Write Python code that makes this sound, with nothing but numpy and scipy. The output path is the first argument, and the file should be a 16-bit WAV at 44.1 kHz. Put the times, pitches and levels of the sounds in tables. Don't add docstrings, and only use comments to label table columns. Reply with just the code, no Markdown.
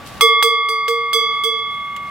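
import sys
import numpy as np
from scipy import signal
from scipy.fft import rfft, irfft
from scipy.io import wavfile
from scipy.ndimage import uniform_filter1d, minimum_filter1d

SR = 44100
rng = np.random.default_rng(int(sys.argv[2]) if len(sys.argv) > 2 else 0)


def generate_wav(signal):
    frames = np.transpose(np.atleast_2d(signal))
    scaled = np.clip(frames, -1, 1) * 32767
    pcm = np.round(scaled).astype(np.int16)
    wavfile.write(sys.argv[1], SR, pcm)


N = 92610
T = np.arange(N) / SR

# (frequency [Hz], density [dB])
AIR_SPECTRUM = [(25, -17), (60, -4), (150, -2), (220, -3), (320, -11), (800, -8), (1600, -12),
                (3200, -16.5), (6000, -28), (10000, -34), (16000, -35)]
# (centre time [s], half-length [s], level [dB])
GRASS_RUSTLES = [(.078, 0.016, -45.5), (.15, 0.043, -50), (1.366, 0.044, -47), (1.588, 0.024, -48.5),
                 (1.732, 0.04, -51.5), (1.847, .035, -59), (2.085, 0.022, -55)]
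# (frequency [Hz], density [dB])
GRASS_SPECTRUM = [(1500, -27), (3500, 3), (4300, 2), (7000, -4.5), (11500, -5.5), (16000, -19)]
# (time [s], low hum [dB], high hum [dB],
# prime [dB], second [dB], twin [dB], third [dB], edge [dB], shimmer [dB], knock [dB])
CLAPPER_BLOWS = [(0.2087, 0, -0.5, 2.5, 0.5, -19, 3, -12.5, -7.5, 0.5),
                 (0.4251, -5, -2, -0.5, -3.5, -15, -1.5, -11.5, -10.5, 4),
                 (0.6866, -11, -29, -3.5, -7.5, -15.5, -12.5, -15, -24, -18),
                 (0.8803, -20.5, -2, -5.5, -9, -20.5, -12.5, -19.5, -20, -7.5),
                 (1.1307, -9, -10.5, -6.5, -14, -9.5, -3, -13.5, -18, -11),
                 (1.4360, -12, -16.5, -12.5, -18.5, -17.5, -6, -24, -24.5, -27.5)]
MODE_FAMILIES = ["low hum", "high hum", "prime", "second", "twin", "third", "edge", "shimmer", "knock"]
RINGING_FAMILIES = ["prime", "second", "twin", "third"]
# (family, frequency [Hz], level [dB], t60 [s], left minus right [dB])
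BELL_MODES = [ ("low hum", 448.3, 0, 0.52, -4.5), ("high hum", 463, 0, 0.53, -4.5),
              ("prime", 1150.5, 0, 4.18, 0), ("edge", 1199.6, -6, 2.7, 1), ("shimmer", 1254.5, 1, 0.19, 0),
              ("second", 2135.1, 0, 3.5, 0), ("twin", 2174.5, -1.2, 2.55, 2.6),
              ("knock", 640, -10, 0.018, -1), ("knock", 905, -9.5, 0.015, -1),
              ("knock", 2507, -21.5, 0.11, -2), ("knock", 3313.5, -16, .9, -5),
              ("third", 3377.2, 0, 1.077, -7), ("shimmer", 3930, -14, 0.11, -2),
              ("shimmer", 4134, -12, .09, -2), ("edge", 4633, -5.5, 0.69, -6),
              ("edge", 4756.3, 0, 0.6, -5.5), ("shimmer", 5157, -9.5, 0.37, -4),
              ("edge", 5594, -18, 0.34, -2), ("edge", 6072, -10.5, 0.4, -2),
              ("shimmer", 6361, -13.5, 0.26, 0), ("edge", 7352, -14, 0.25, -2),
              ("shimmer", 7772, -8.5, .27, -2), ("shimmer", 8163, -14, .25, -2),
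              ("edge", 8354, -14, 0.2, -2), ("shimmer", 8725, -2, 0.2, -2),
              ("shimmer", 9141, -12, 0.31, -2), ("edge", 8500, -15.5, .28, -2),
              ("edge", 9980, -14.5, 0.33, -2), ("shimmer", 10659, -13.5, 0.3, -2),
              ("edge", 11218, -15.5, 0.27, -2), ("shimmer", 11964, -14.5, 0.27, -2),
              ("shimmer", 12515, -13.5, 0.28, -2), ("shimmer", 15000, -10, 0.26, -2),
              ("shimmer", 14000, -11, .21, -2)]
# (frequency [Hz], level [dB])
SHIMMER_SPECTRUM = [(4900, -2), (6000, 4), (7200, -8), (8600, 7), (10000, -6), (12500, 0.5), (14000, -0.5),
                    (16000, 2)]
# (frequency [Hz], density [dB])
KNOCK_SPECTRUM = [(60, -17), (300, -23.5), (600, -10), (1300, -4), (2800, 1), (4000, -2.5), (6000, -15),
                  (16000, -18)]
# (frequency [Hz], density [dB])
WASH_SPECTRUM = [(200, -14), (700, -2.5), (1450, 5), (2000, -6), (3000, -13), (4200, 6), (6000, -6),
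                 (16000, -19)]
# (frequency [Hz], density [dB])
TICK_SPECTRUM = [(300, -23), (1300, 4.5), (3000, 5), (5500, -12), (7500, -3), (9500, -17), (11300, -6.5),
                 (16000, -21)]

ATTACK_S, CLAPPER_PAN_DB = 0.00093, -2.5
HUM_RISE_S, HUM_PHASE_LAG_S = 0.0079, 0.00804
LEFT_LAG_S, MAX_LAG_RAD = 0.000055, 1.29
SWING_DB, SWING_PER_S = 0.72, 2.54
SPOT_ABOVE_HZ, SPOT_SPREAD_DB = 5000, 3.5
SHIMMER_DB, SHIMMER_SPREAD_DB, SHIMMER_PAN_DB = -15.5, 3.5, -1
SHIMMER_RISE_S, SHIMMER_T60_S = 0.0027, 0.16


def from_db(db):
    return 10 ** (np.asarray(db) / 20)


def level_at(spectrum, hz):
    freqs, db = np.transpose(spectrum)
    return np.interp(np.log(hz + 1e-9), np.log(freqs), db)


def pan(db):
    return from_db(np.array([[db], [-db]]) / 2)


def drift(per_s):
    knots = rng.standard_normal(size=4096)
    return np.interp(T * per_s, np.arange(len(knots)), knots)


def noise(spectrum, side_db):
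    gain = from_db(level_at(spectrum, np.arange(N // 2 + 1) * SR / N))
    white = rng.standard_normal((2, N))
    mid, side = irfft(rfft(white) * gain, N) / np.sqrt(np.mean(gain ** 2))
    return mid + from_db(side_db) * side * np.array([[1], [-1]])


def last_blow():
    times = np.array(CLAPPER_BLOWS)[:, 0]
    blow = np.maximum(np.searchsorted(times, T, side="right") - 1, 0)
    return blow, np.maximum(T - times[blow], 0)


def strengths(family):
    return np.array(CLAPPER_BLOWS)[:, 1 + MODE_FAMILIES.index(family)]


def envelope(blow_db, t60, rise_s, blow, age):
    pole = np.exp(-1 / (rise_s * SR))
    decay = from_db(blow_db)[blow] * from_db(-60 * age / t60) * (age > 0)
    return signal.lfilter([1 - pole], [1, -pole], decay + 1e-18)


def open_air(level_db=-37.5, swell_db=1.05):
    return from_db(level_db + swell_db * drift(per_s=6.7)) * noise(AIR_SPECTRUM, side_db=-7.5)


def lingering_ring(hz=1145, level_db=-40):
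    return from_db(level_db) * np.sin(2 * np.pi * hz * T) * (T < CLAPPER_BLOWS[0][0])


def grass(crackle_db=3):
    pushes = sum(from_db(db) * np.exp(-0.5 * ((T - centre) / half) ** 2)
                 for centre, half, db in GRASS_RUSTLES)
    crackle = from_db(crackle_db * drift(per_s=420))
    return pushes * crackle * noise(GRASS_SPECTRUM, side_db=0)


def bell_partials(blow, age):
    out = np.zeros((2, N))
    for family, hz, db, t60, pan_db in BELL_MODES:
        clock = T if family in RINGING_FAMILIES else age
        rise_s = ATTACK_S
        if "hum" in family:
            clock, rise_s = age - HUM_PHASE_LAG_S, HUM_RISE_S
        polarity = -1 if family == "low hum" else 1
        left_lag = min(2 * np.pi * hz * LEFT_LAG_S, MAX_LAG_RAD)
        tone = polarity * np.sin(2 * np.pi * hz * clock - np.array([[left_lag], [0]]))
        swing = from_db(SWING_DB * np.array([drift(SWING_PER_S), drift(SWING_PER_S)]))
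        spot_db = SPOT_SPREAD_DB * rng.standard_normal(len(CLAPPER_BLOWS)) * (hz > SPOT_ABOVE_HZ)
        ring = envelope(strengths(family) + db + spot_db, t60, rise_s, blow, age)
        out += pan(pan_db) * swing * tone * ring
    return out


def bell_shimmer(blow, age, count=100):
    out = np.zeros((2, N))
    low_hz, high_hz = SHIMMER_SPECTRUM[0][0], SHIMMER_SPECTRUM[-1][0]
    for k in range(count):
        hz = low_hz + (high_hz - low_hz) * (k + rng.random()) / count
        spot_db = SHIMMER_SPREAD_DB * rng.standard_normal(len(CLAPPER_BLOWS))
        blow_db = strengths("shimmer") + SHIMMER_DB + level_at(SHIMMER_SPECTRUM, hz) + spot_db
        t60 = SHIMMER_T60_S * np.exp(0.11 * rng.standard_normal())
        tone = np.sin(2 * np.pi * (hz * T + rng.random((2, 1))))
        position = pan(SHIMMER_PAN_DB + 2 * rng.standard_normal())
        out += position * tone * envelope(blow_db, t60, SHIMMER_RISE_S, blow, age)
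    return out


def clapper_knock(blow, age, knock_db=2, knock_t60=0.019, wash_db=-13.5, wash_t60=0.27):
    knock = envelope(strengths("knock") + knock_db, knock_t60, ATTACK_S, blow, age)
    wash = envelope(strengths("shimmer") + wash_db, wash_t60, ATTACK_S, blow, age)
    contact = knock * noise(KNOCK_SPECTRUM, side_db=-9) + wash * noise(WASH_SPECTRUM, side_db=-6)
    return pan(CLAPPER_PAN_DB) * contact


def clapper_tick(start_s=1.9635, level_db=-26, t60=0.046):
    age = np.maximum(T - start_s, 0)
    decay = from_db(level_db - 60 * age / t60) * (T > start_s)
    return pan(CLAPPER_PAN_DB) * decay * noise(TICK_SPECTRUM, side_db=-1)


def scene():
    blow, age = last_blow()
    bell = lingering_ring() + bell_partials(blow, age) + bell_shimmer(blow, age)
    clapper = clapper_knock(blow, age) + clapper_tick()
    return bell + clapper + grass() + open_air()


def gain_control(x, threshold_db=-8, detect_s=0.0084, hold_s=0.47, release_db_per_s=6.5):
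    power = uniform_filter1d(np.mean(x ** 2, axis=0), int(detect_s * SR))
    over_db = np.maximum(10 * np.log10(np.maximum(power, 1e-12)) - threshold_db, 0)
    half_hold = int(hold_s * SR / 2)
    held_db = -minimum_filter1d(-over_db, 2 * half_hold + 1, origin=half_hold, mode="constant")
    release_db = release_db_per_s * T
    duck_db = np.maximum.accumulate(held_db + release_db) - release_db
    return x * from_db(-duck_db)


def record(dry):
    clipped = np.clip(gain_control(dry), -1, 1)
    top_cut = signal.ellip(10, 0.1, 80, 16000, fs=SR, output="sos")
    return signal.sosfilt(top_cut, clipped)


dry = scene()
out = record(dry)
generate_wav(out)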